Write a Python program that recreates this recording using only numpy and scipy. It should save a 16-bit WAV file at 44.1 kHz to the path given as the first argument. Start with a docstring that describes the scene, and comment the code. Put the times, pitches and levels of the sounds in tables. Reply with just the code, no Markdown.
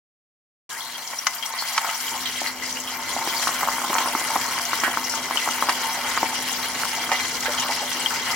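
"""Lobster tail in a deep fryer

Tongs turn the tail in hot oil, close under a stereo microphone. Steam boils out as a dense fizz
and short spitting jets; larger bubbles gurgle and plop at the surface, and water drops crack.
The oil well rings and scatters it all, and a fan hums in the small kitchen."""
import sys
import numpy as np
from scipy import signal
from scipy.fft import rfft, irfft, next_fast_len
from scipy.io import wavfile

SR = 44100
rng = np.random.default_rng(int(sys.argv[2]) if len(sys.argv) > 2 else 0)


def transcribe(u):
    """Save the signal u as a 16-bit wav file named by the first command-line argument.

    u: samples, shape (n,) or (channels, n), limited to [-1, 1]; the rate is SR.
    q: integer samples, one column per channel.
    """
    v = np.clip(np.atleast_2d(u).T, -1, 1)
    q = np.round(v * 32767).astype(np.int16)
    wavfile.write(sys.argv[1], SR, q)


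N = 368235
TIME_S = np.arange(N) / SR

# Steam leaving the shell as the tail is turned. Each row: time in seconds, fizz level in dB.
STEAM_LEVEL = [(.7, -38.5), (1.1, -37.5), (1.55, -35), (1.8, -31), (2.05, -30.5), (2.45, -31), (2.58, -38),
               (2.66, -31.5), (2.78, -33.5), (3.0, -34.5), (3.12, -31.5), (3.45, -29), (3.75, -31.5),
               (4.3, -29.5), (5.1, -32), (5.27, -31), (5.45, -29.5), (6.8, -29.5), (8.35, -28.5)]
# Brightness of the fizz. Each row: time in seconds, top-octave gain in dB.
TREBLE_GAIN = [(.7, 6.5), (1.8, 3.5), (2.0, 3.5), (2.2, 1), (2.55, 1.5), (3.2, 3), (3.8, 5), (4.6, 3),
               (6.2, 1.5), (8.35, -1)]
# How hard the oil bubbles. Each row: time in seconds, gurgle level in dB.
GURGLE_LEVEL = [(.7, -43), (0.88, -41), (1.25, -43.5), (1.5, -40), (1.76, -35.5), (1.87, -33.5),
                (1.98, -39), (2.15, -38.5), (2.35, -42.5), (2.8, -41.5), (2.95, -36), (3.39, -35),
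                (3.65, -34), (3.92, -35.5), (3.98, -31), (4.25, -34), (4.54, -34), (5.01, -37.5),
                (5.2, -36.5), (6.07, -34.5), (6.65, -38), (6.95, -36.5), (7.3, -39.5), (7.55, -32),
                (7.9, -37.5), (8.34, -33.5)]
# Lesser plops, most while the tail floats free. Each row: time in seconds, dB relative to the gurgle.
SMALL_PLOP_LEVEL = [(.7, -19), (3.0, -15), (3.6, -8), (4.2, -9.5), (5.7, -13), (6.4, -16), (8.35, -16)]
# Stirring by the tongs. Each row: time in seconds, relative churn level in dB.
STIR_LEVEL = [(.7, -50.5), (1.95, -54.5), (2.1, -44), (3.3, -40.5), (8.35, -38)]
# Kitchen fan. Each row: time in seconds, blade hum level in dB, relative draught level in dB.
FAN_LEVEL = [(.7, -61, -67), (1.9, -60, -68), (2.2, -47.5, -52), (8.35, -46, -50)]
# Thin squeak of steam. Each row: time in seconds, pitch in Hz, level in dB.
SQUEAK_PATH = [(.70, 1700, -90), (.711, 1680, -38), (.735, 1600, -39), (.755, 1620, -43), (.768, 1920, -41),
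               (.785, 2050, -42), (.805, 2300, -50), (.82, 2350, -120)]

# Clearly ringing bubbles. Each row: start in seconds, level in dB, pitch in Hz, decay in cycles.
PING_EVENTS = [(.806, -24, 3380, 9.6), (1.187, -19.5, 5600, 21), (1.459, -24, 5600, 24),
               (2.726, -18.5, 6000, 14), (5.372, -12.5, 2960, 6.8), (5.69, -19, 5100, 25),
               (8.06, -12, 3060, 5.8)]
# Steam jets. Each row: start in seconds, relative level in dB, pitch in Hz, decay in seconds.
JET_EVENTS = [(.81, -40.5, 3870, 0.1), (.95, -34, 3200, 0.009), (1.075, -30, 5500, 0.0049),
              (1.128, -37, 2000, 0.013), (1.13, -35.5, 870, 0.011), (1.345, -36, 12900, .022),
              (1.425, -31.5, 3060, 0.015), (1.585, -30, 4570, 0.036), (1.684, -33, 5050, .012),
              (1.762, -31, 5500, 0.016), (1.88, -34.5, 2860, 0.032), (1.945, -41, 14000, .03),
              (2.02, -38, 13500, .05), (2.078, -30, 3220, 0.012), (2.122, -38, 10300, .014),
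              (2.255, -29, 3500, 0.034), (2.355, -32, 3040, 0.012), (2.47, -31, 4400, 0.026),
              (2.62, -38, 2020, 0.051), (2.635, -35, 5000, 0.039), (2.8, -31.5, 7040, 0.011),
              (2.872, -35.5, 3130, 0.037), (2.935, -39, 2060, 0.035), (2.968, -38, 14000, 0.011),
              (3.09, -36, 3300, 0.033), (3.092, -38, 8900, .018), (3.365, -29, 4600, 0.02),
              (3.445, -32, 5700, 0.053), (3.672, -33, 13800, .012), (4.0, -30, 900, 0.02),
              (4.06, -36, 9300, .04), (4.652, -27, 6300, 0.0096), (4.8, -22, 5840, 0.0047),
              (4.834, -24, 1610, 0.047), (5.04, -28, 5600, 0.021), (5.097, -33, 5300, 0.081),
              (5.148, -28, 6550, 0.012), (5.696, -34, 9600, .011), (6.684, -35, 10200, .014),
              (6.821, -37, 9900, .014), (6.95, -31, 5900, .007), (7.282, -33, 7000, .006),
              (7.405, -29, 7000, 0.0073), (7.575, -31.5, 3080, 0.056), (7.996, -30, 8200, .014)]
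# Spattering oil. Each row: start in seconds, relative level in dB.
TICK_EVENTS = [(1.0741, -32), (1.2686, -16), (2.0025, -19), (2.8007, -22), (3.9416, -20), (4.8011, -23),
               (5.096, -18), (5.5075, -25), (6.2305, -28), (7.0131, -27), (7.4057, -24), (7.5199, -20),
               (7.5978, -20)]
# Exploding water drops. Each row: start in seconds, relative level in dB.
CRACK_EVENTS = [(1.2686, -3.5), (1.7787, -2.5), (3.4775, -9.5), (3.984, -4.5), (4.7325, -13),
                (5.6935, -4.5), (5.6997, -15), (7.1175, -9.5), (8.0605, -21)]
# Large bubbles. Each row: start in seconds, relative level in dB, pitch in Hz, thump in dB re the note.
PLOP_EVENTS = [(1.538, -21, 1030, -40), (1.624, -19, 1040, -46), (1.846, -16.5, 1100, -55),
               (1.887, -17, 1140, -45), (2.417, -18, 770, -21), (3.165, -15.5, 815, -20.5),
               (3.274, -15, 900, -13.5), (3.4725, -8, 1160, -29), (3.491, -13.5, 1060, -33),
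               (3.61, -19, 1250, -29), (3.625, -17, 1080, -33), (3.632, -9, 1120, -43),
               (3.637, -14, 1100, -35), (3.675, -12, 1120, -40), (3.687, -9, 1110, -41),
               (3.692, -17, 1100, -37), (3.783, -15.5, 1080, -29), (3.817, -19, 1070, -28),
               (3.848, -13.5, 1150, -31), (3.901, -21.5, 695, -5), (3.906, -16, 980, -19),
               (3.931, -12, 1140, -35), (3.9415, -17, 1200, -35), (3.953, -8.5, 1100, -42),
               (3.9635, -12, 1410, -30), (3.984, -17, 1350, -18), (4.008, -21, 920, -13),
               (4.059, -16, 990, -16), (4.075, -14.5, 980, -36), (4.151, -9, 1160, -17),
               (4.215, -19, 910, -23), (4.304, -21, 1320, -35), (4.358, -13, 930, -25),
               (4.362, -7.5, 1030, -22), (4.58, -18, 1370, -24), (4.597, -16, 1350, -33),
               (4.7325, -8.5, 1180, -28), (4.836, -9, 1220, -20), (4.8795, -10.5, 1020, -21),
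               (4.94, -17, 1300, -28), (4.973, -7.5, 1230, -26), (5.139, -16, 1340, -27),
               (5.31, -12.5, 1080, -24), (5.359, -18, 1030, -30), (5.476, -11.5, 950, -21),
               (5.489, -12, 1320, -30), (5.625, -6.5, 1120, -32), (5.642, -19, 930, -25),
               (5.688, -10, 1090, -24), (5.699, -9, 1070, -26), (6.17, -20, 990, -30),
               (6.1758, -7, 1260, -34), (6.2305, -7.5, 860, -15.5), (6.835, -11, 1430, -38),
               (6.853, -17, 1120, -35), (7.093, -15, 1240, -23), (7.117, -13.5, 850, -51),
               (7.1495, -19.5, 1190, -35)]
# Pushes of the tongs. Each row: start in seconds, level in dB, pitch in Hz, decay in seconds.
SLOSH_EVENTS = [(2.14, -34.5, 930, 0.03), (2.375, -37, 2040, 0.058), (2.454, -31, 1960, .028),
                (5.325, -34, 2120, .04), (5.375, -30, 3050, 0.038), (5.42, -34, 2050, .04),
                (6.252, -29, 2100, 0.022), (7.115, -27.5, 2110, 0.041), (7.118, -30.5, 750, 0.024),
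                (7.455, -25.5, 1650, 0.027), (7.48, -32, 540, 0.022), (7.688, -30, 840, 0.033),
                (7.712, -32, 2080, .035), (7.81, -30.5, 740, 0.035), (8.105, -32, 1400, .055)]

# Source spectra. Each row: frequency in Hz, gain in dB.
FIZZ_SPECTRUM = [(400, -33), (900, -4.5), (1500, 1.5), (2200, 3), (2550, -1), (3300, 2), (3550, 2),
                 (4300, 1), (6000, 3.5), (6350, -2), (7100, 1), (7700, -2.5), (11000, -6), (16000, -10)]
GURGLE_SPECTRUM = [(250, -39), (480, -23.5), (680, -8.5), (900, -2.5), (1080, 0), (1500, -1.5),
                   (2200, -0.5), (2600, -6.5), (5000, -31.5)]
CHURN_SPECTRUM = [(30, -61), (80, -1.5), (150, 0), (280, 6), (420, 7), (700, 5), (2000, -26)]
DRAUGHT_SPECTRUM = [(20, -17), (80, -4.5), (130, -4.5), (250, -7), (1000, -39)]
TICK_SPECTRUM = [(1000, -35), (3000, -8), (6000, 13), (9000, -2), (16000, -9)]
# Oil well resonances. Each row: frequency in Hz, width in Hz, gain over the direct sound in dB.
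WELL_MODES = [(240.5, 12, 3.5), (515.5, 35, 3.5), (587, 12.4, 6.5), (690.4, 14, 4), (746, 10, 1),
              (830, 30, -6), (905, 25, 5), (1056, 29, 2), (1120, 50, -6), (1290, 42, -8), (1520, 34, -3.5),
              (1690, 9.8, -1), (1810, 14, -5), (1906, 31, 1.5), (2034, 19.6, 9), (2254, 110, -1.5),
              (2850, 15, 8), (3080, 25, -2), (3218, 84, 2), (3750, 20, -11), (4204, 28, 3),
              (5060, 110, -10), (5700, 260, -14.5), (5970, 130, 2), (6830, 220, -14.5), (7800, 95, -8)]
# Cancellations by wall echoes. Each row: frequency in Hz, width in Hz, centre gain in dB.
WALL_NOTCHES = [(424, 82, 0), (1180, 62, -7), (2450, 190, -1.5), (3572, 400, -7.5), (5470, 230, -5.5),
                (6030, 270, -6.5), (7750, 180, -5.5)]
# Likeness of the two microphones. Each row: frequency in Hz, coherence from 0 to 1.
MIC_COHERENCE = [(100, .93), (300, .95), (800, .985), (1300, .92), (1700, .5), (2000, .7), (2600, .4),
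                 (3200, .5), (4200, .2), (12000, .05)]
# Balance of the microphones. Each row: frequency in Hz, left minus right in dB.
MIC_BALANCE = [(200, .5), (500, 0), (900, 0), (1450, 2.5), (1850, -2.5), (2050, 1.5), (2650, -2), (3200, 3),
               (4000, 1), (5100, 5.5), (5800, 3), (10000, 2.5), (13000, 4.5), (15000, 8.5)]


def undb(db):
    """Decibels to gain."""
    return 10 ** (np.asarray(db) / 20)


def unit(x):
    """Scale to rms 1."""
    return x / np.sqrt(np.mean(x ** 2) + 1e-18)


def curves(table):
    """Value columns of a timed table, at every sample."""
    times_s, *columns = np.transpose(table)
    return [np.interp(TIME_S, times_s, column) for column in columns]


def along(points, hz):
    """Read (Hz, value) points on a log-frequency axis."""
    knots_hz, values = np.transpose(points)
    return np.interp(np.log(hz + 1), np.log(knots_hz), values)


def filtered(x, response):
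    """Filter by a function of frequency in Hz."""
    size = next_fast_len(x.shape[-1] + SR // 10, True)
    hz = np.arange(size // 2 + 1) * SR / size
    return irfft(rfft(x, size) * response(hz), size)[..., :x.shape[-1]]


def colour(x, spectrum, size=2048):
    """Minimum-phase filter: clicks keep their sharp front."""
    hz = np.arange(size // 2 + 1) * SR / size
    cepstrum = irfft(np.log(undb(along(spectrum, hz))))
    fold = 1 + np.sign(size / 2 - np.arange(size))
    fold[0] = 1
    impulse = irfft(np.exp(rfft(cepstrum * fold)))
    return signal.oaconvolve(x, impulse[None], axes=-1)[:, :N]


def walk(rate_hz):
    """Smooth random drift, rms 1."""
    knots = rng.standard_normal(N // 20)
    return unit(np.interp(TIME_S * rate_hz, np.arange(len(knots)), knots))


def add(track, start_s, sound):
    """Mix a sound into a track."""
    i = int(start_s * SR)
    track[i:i + len(sound)] += sound[:max(N - i, 0)]


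def clicks(per_s, spread_db, channels):
    """Random impulses: many small, a few large."""
    shape = (channels, N)
    size = undb(spread_db * np.minimum(rng.exponential(size=shape), 4.8))
    return (rng.random(shape) < per_s / SR) * size * rng.choice([-1, 1], shape)


def burst(samples, decay_s):
    """Exponentially decaying noise."""
    return rng.standard_normal(samples) * np.exp(-TIME_S[:samples] / decay_s)


def ring(hz, cycles, glide):
    """A bubble's note: swells, rises in pitch, dies away."""
    turn = np.arange(int(6 * cycles * SR / hz) + 2) * hz / SR
    phase = 2 * np.pi * turn * (1 + glide * turn / cycles)
    note = np.sin(phase) * turn * np.exp(-2 * turn / cycles)
    return note / np.abs(note).max()


def bubbles(low_hz, high_hz, cycles, spread_db, count, channels):
    """A swarm of ringing bubbles between two pitches."""
    spots = np.zeros((channels, N))
    for k, (when, pitch, size, length) in enumerate(rng.random((count, 4))):
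        gain = (-1) ** k * undb(-spread_db * np.log(size + 0.017))
        hz = low_hz * (high_hz / low_hz) ** pitch
        add(spots[k % channels], when * N / SR, gain * ring(hz, cycles * (.5 + length), glide=0.034))
    return spots


def hiss(hz, decay_s, sharpness, sputter=0.035, skirt_db=-9):
    """A puff of steam sputters through a narrow gap that gives it a pitch."""
    t = TIME_S[:int(3 * decay_s * SR)]
    noise, flutter = rng.standard_normal((2, SR // 3 if decay_s > .012 else SR // 25))[:, :len(t)]
    steam = noise * np.exp(sputter * np.repeat(flutter, 40)[:len(t)])
    gap = lambda f: 1 / (1 + 1j * sharpness * (f / hz - hz / (f + 1)))
    envelope = (1 - np.exp(-t / (0.012 * decay_s))) * np.exp(-(t / decay_s) ** 2)
    return unit(filtered(steam, lambda f: gap(f) * (gap(f) + undb(skirt_db)))) * envelope


def scatter(spots, wall_db, room_db, wall_decay_s=0.0069, room_t60_s=0.28):
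    """Mid and side of spots on the oil: direct, off the fryer walls and through the kitchen."""
    t = TIME_S[:SR // 6]
    tails = [(wall_db, np.exp(-t / wall_decay_s) * (t > .0005)),
             (room_db, undb(-60 * t / room_t60_s) * (t > .006))]
    mid_side = 0
    for k, spot in enumerate(spots):
        paths = sum(undb(db) * unit(rng.standard_normal((2, len(t))) * tail) for db, tail in tails)
        paths /= np.sqrt(len(t))
        paths[0, 0] += 1  # direct sound
        paths[1, 1 + k] += (-1) ** k  # spots alternate sides
        mid_side += signal.oaconvolve(np.float32(spot[None]), np.float32(paths), axes=-1)[:, :N]
    return mid_side


def patchy(x, rate_hz, depth_db, bands=6):
    """Each bubble size has its own flurries: overlapping bands swell separately."""
    centres_hz = np.geomspace(2500, 14000, bands)
    parts = (filtered(x, lambda hz: np.interp(hz, centres_hz, band)) for band in np.eye(bands))
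    return sum(part * undb(depth_db * walk(rate_hz)) for part in parts)


def wake(events, decay_s=0.011):
    """Unrest of the oil, 0-1: jumps at each event, most at the loudest, and settles."""
    top_db = max(db for _, db, *_ in events)
    jumps = [undb((db - top_db) / 2) * (TIME_S >= start_s) * np.exp(-np.abs(TIME_S - start_s) / decay_s)
             for start_s, db, *_ in events]
    return np.max(jumps, axis=0)


def fizz(flurry_db=1.1, wall_db=-2, wall_decay_s=0.0048, room_db=-7, room_decay_s=0.013):
    """Tiny steam bubbles burst in flurries; each lies elsewhere, so its echoes are its own."""
    pops = clicks(per_s=2600, spread_db=3, channels=1)[0] * undb(flurry_db * walk(rate_hz=70))
    linger = lambda s: signal.lfilter([0, 1 / (s * SR)], [1, -np.exp(-1 / (s * SR))], pops ** 2)
    echo_power = undb(wall_db) ** 2 * linger(wall_decay_s) + undb(room_db) ** 2 * linger(room_decay_s)
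    direct = pops * rng.choice([-1, 1], (2, N))
    echoes = np.sqrt(echo_power) * rng.standard_normal((2, N))
    return unit(patchy(colour(direct + echoes, FIZZ_SPECTRUM), rate_hz=60, depth_db=2.5))


def spits(low_hz=4500, high_hz=13000, spread_db=3, count=420):
    """Tiny puffs of steam within the fizz, the high ones fainter and shorter."""
    spots = np.zeros((2, N))
    for k, (when, pitch, size, length) in enumerate(rng.random((count, 4))):
        hz = low_hz * (high_hz / low_hz) ** pitch
        decay_s = 0.002 + 0.007 * length * (1 - .6 * pitch)
        gain = undb(-spread_db * np.log(size + 0.11) - 6 * pitch)
        add(spots[k % 2], when * N / SR, gain * hiss(hz, decay_s, sharpness=12))
    return unit(scatter(spots, wall_db=-7, room_db=-11))


def crackle():
    """Pinhead bubbles tick, each ringing briefly at its own pitch."""
    spots = bubbles(low_hz=2500, high_hz=14500, cycles=5.5, spread_db=2.5, count=2200, channels=3)
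    return unit(colour(scatter(spots, wall_db=1, room_db=-1.5), FIZZ_SPECTRUM))


def gurgle():
    """Middle-sized bubbles break at the surface."""
    spots = bubbles(low_hz=507, high_hz=2770, cycles=2.2, spread_db=1, count=5000, channels=4)
    return unit(colour(scatter(spots, wall_db=2, room_db=-1.5), GURGLE_SPECTRUM))


def small_plops():
    """Lesser bubbles plop at random."""
    spots = bubbles(low_hz=950, high_hz=1500, cycles=1.7, spread_db=1.1, count=600, channels=2)
    gain = undb(curves(SMALL_PLOP_LEVEL)[0])
    return gain * unit(colour(scatter(spots, wall_db=-14, room_db=-9), GURGLE_SPECTRUM))


def churn():
    """Stirred oil rolls and thuds softly."""
    thuds = clicks(per_s=260, spread_db=2.8, channels=2)
    gain = undb(curves(STIR_LEVEL)[0] - 6)
    return gain * unit(colour(scatter(thuds, wall_db=-1.5, room_db=-6), CHURN_SPECTRUM))


def fan(blade_hz=251.6, motor_hz=156, motor_db=-66.5):
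    """Two wavering hum lines and a low draught, mostly on the left microphone."""
    blade_db, draught_db = curves(FAN_LEVEL)
    blade_gain = undb(blade_db + 1.4 * walk(6.2))
    blades = blade_gain * np.sin(2 * np.pi * np.cumsum(blade_hz + 1.273 * walk(12)) / SR)
    motor = undb(motor_db + 2 * walk(2.35)) * np.sin(2 * np.pi * motor_hz * TIME_S)
    draught = unit(colour(rng.standard_normal((2, N)), DRAUGHT_SPECTRUM))
    draught *= undb(draught_db + 2 * walk(6))
    return np.sqrt(2) * (blades + motor) + draught * undb([[2], [-13]])


def squeak(waver=0.0124):
    """Steam forces a gap in the shell; its unsteady note rises as the gap closes."""
    hz, db = curves(SQUEAK_PATH)
    phase = 2 * np.pi * np.cumsum(hz * (1 + waver * walk(500))) / SR
    return np.sqrt(2) * undb(db + 2 * walk(310)) * np.sin(phase)


def pings():
    """Trapped steam bubbles pinch off and ring with a short rising note."""
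    spots = np.zeros((2, N))
    for k, (start_s, db, hz, cycles) in enumerate(PING_EVENTS):
        add(spots[k % 2], start_s, undb(db) * ring(hz, cycles, glide=0.011))
    return scatter(spots, wall_db=-8, room_db=-12)


def jets():
    """Steam sputters out of the shell; the narrower the gap, the higher and clearer the hiss."""
    spots = np.zeros((2, N))
    for k, (start_s, db, hz, decay_s) in enumerate(JET_EVENTS):
        jet = hiss(hz, decay_s, sharpness=4.5 * np.sqrt(hz / 4500), sputter=.2)
        add(spots[k % 2], start_s, undb(db) * jet)
    return undb(2) * scatter(spots, wall_db=-7, room_db=-11)


def ticks():
    """Thin films of oil snap in very short, bright bursts."""
    spots = np.zeros((2, N))
    for k, (start_s, db) in enumerate(TICK_EVENTS):
        add(spots[k % 2], start_s, undb(db) * burst(SR // 100, decay_s=0.00036))
    return colour(scatter(spots, wall_db=7, room_db=-9), TICK_SPECTRUM)


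def cracks(spray_db=-17):
    """Water drops flash to steam: one sharp pulse and a spray of oil each."""
    spots = np.zeros((2, N))
    for k, (start_s, db) in enumerate(CRACK_EVENTS):
        spray = undb(spray_db) * burst(SR // 20, decay_s=0.0056)
        pulse = signal.unit_impulse(len(spray))
        add(spots[k % 2], start_s, undb(db) * (pulse + spray))
    spectrum_hz_db = [(300, -70), (600, 2), (1000, 17.5), (2000, 16), (3600, 9.5), (5000, 10.5),
                      (8000, -3.5), (16000, -43)]
    return colour(scatter(spots, wall_db=-10, room_db=-22), spectrum_hz_db)


def plops(thump_hz=265, snap_db=-10):
    """Large bubbles open with a damped note, a thump of displaced oil and a snap."""
    spots = np.zeros((4, N))
    for k, (start_s, db, hz, thump_db) in enumerate(PLOP_EVENTS):
        spot = spots[k % 4]
        add(spot, start_s - .0003, undb(db) * ring(hz, cycles=1.31, glide=0.0017))
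        add(spot, start_s - .001, undb(db + thump_db) * ring(thump_hz, cycles=1.77, glide=0.16))
        add(spot, start_s, undb(db + snap_db) * burst(SR // 200, decay_s=0.00025))
    return undb(.5) * scatter(spots, wall_db=-11, room_db=-14)


def sloshes(splash_db=-12):
    """Tongs push the tail through the oil: a rough wash with a splash on top."""
    spots = np.zeros((2, N))
    for k, (start_s, db, hz, decay_s) in enumerate(SLOSH_EVENTS):
        wash = hiss(hz, decay_s, sharpness=2.4, sputter=0.43, skirt_db=-10)
        splash = hiss(2 * hz, decay_s, sharpness=1, sputter=0.76)
        add(spots[k % 2], start_s, undb(db) * (wash + undb(splash_db) * splash))
    return scatter(spots, wall_db=-7, room_db=-11)


def oil_well(hz):
    """Response of the well: direct sound plus its resonances, notched by wall echoes."""
    band = lambda f, width_hz: 1j * hz * width_hz / (f * f - hz * hz + 1j * hz * width_hz)
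    ringing = sum(undb(db) * band(f, width_hz) for f, width_hz, db in WELL_MODES)
    notches = [1 + (undb(db) - 1) * band(f, width_hz) for f, width_hz, db in WALL_NOTCHES]
    return (1 + ringing) * np.prod(notches, axis=0)


def microphones(mid_side, low_cut_hz=95):
    """Left and right: alike in the bass, unrelated and leaning left in the treble."""
    sign = np.array([[1], [-1]])
    weights = lambda hz: np.sqrt((1 + sign * np.clip(along(MIC_COHERENCE, hz), 0, 1)) / 2)
    mid, side = filtered(mid_side, lambda hz: weights(hz) * hz ** 2 / np.sqrt(hz ** 4 + low_cut_hz ** 4))
    return filtered(mid + sign * side, lambda hz: undb(sign * along(MIC_BALANCE, hz) / 2))


def scene(start_s=.692, surge_hz=14, treble_hz=7500, crack_wake_db=2, plop_wake_db=7):
    """Surging boil in the ringing oil well, over the fan; silent until start_s."""
    fizz_db = curves(STEAM_LEVEL)[0] + .4 * walk(surge_hz) + crack_wake_db * wake(CRACK_EVENTS)
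    gurgle_db = curves(GURGLE_LEVEL)[0] + walk(surge_hz)
    sizzle = undb(fizz_db) * (undb(-0.82) * fizz() + undb(-12.5) * spits() + undb(-5.5) * crackle())
    treble = filtered(sizzle, lambda hz: 1 / (1 + (treble_hz / (hz + 1)) ** 6))
    sizzle += (undb(curves(TREBLE_GAIN)[0]) - 1) * treble
    oil = sizzle + jets() + sloshes() + pings() + ticks() + squeak()
    oil += undb(gurgle_db) * (undb(plop_wake_db * wake(PLOP_EVENTS)) * gurgle() + small_plops())
    oil += churn()
    # Plops and cracks open upwards: only half their sound rings the well.
    half_bursts = (plops() + cracks()) / 2
    fryer = filtered(oil + half_bursts, oil_well) + half_bursts
    fade_in = np.clip((TIME_S - start_s) / 0.002, 0, 1)
    return (microphones(fryer) + fan()) * fade_in


def record(dry, top_hz=15950):
    """Soft clipping, then a steep low-pass."""
    return signal.sosfilt(signal.ellip(10, .2, 80, top_hz, fs=SR, output="sos"), np.tanh(dry))


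dry = scene()
out = record(dry)
transcribe(out)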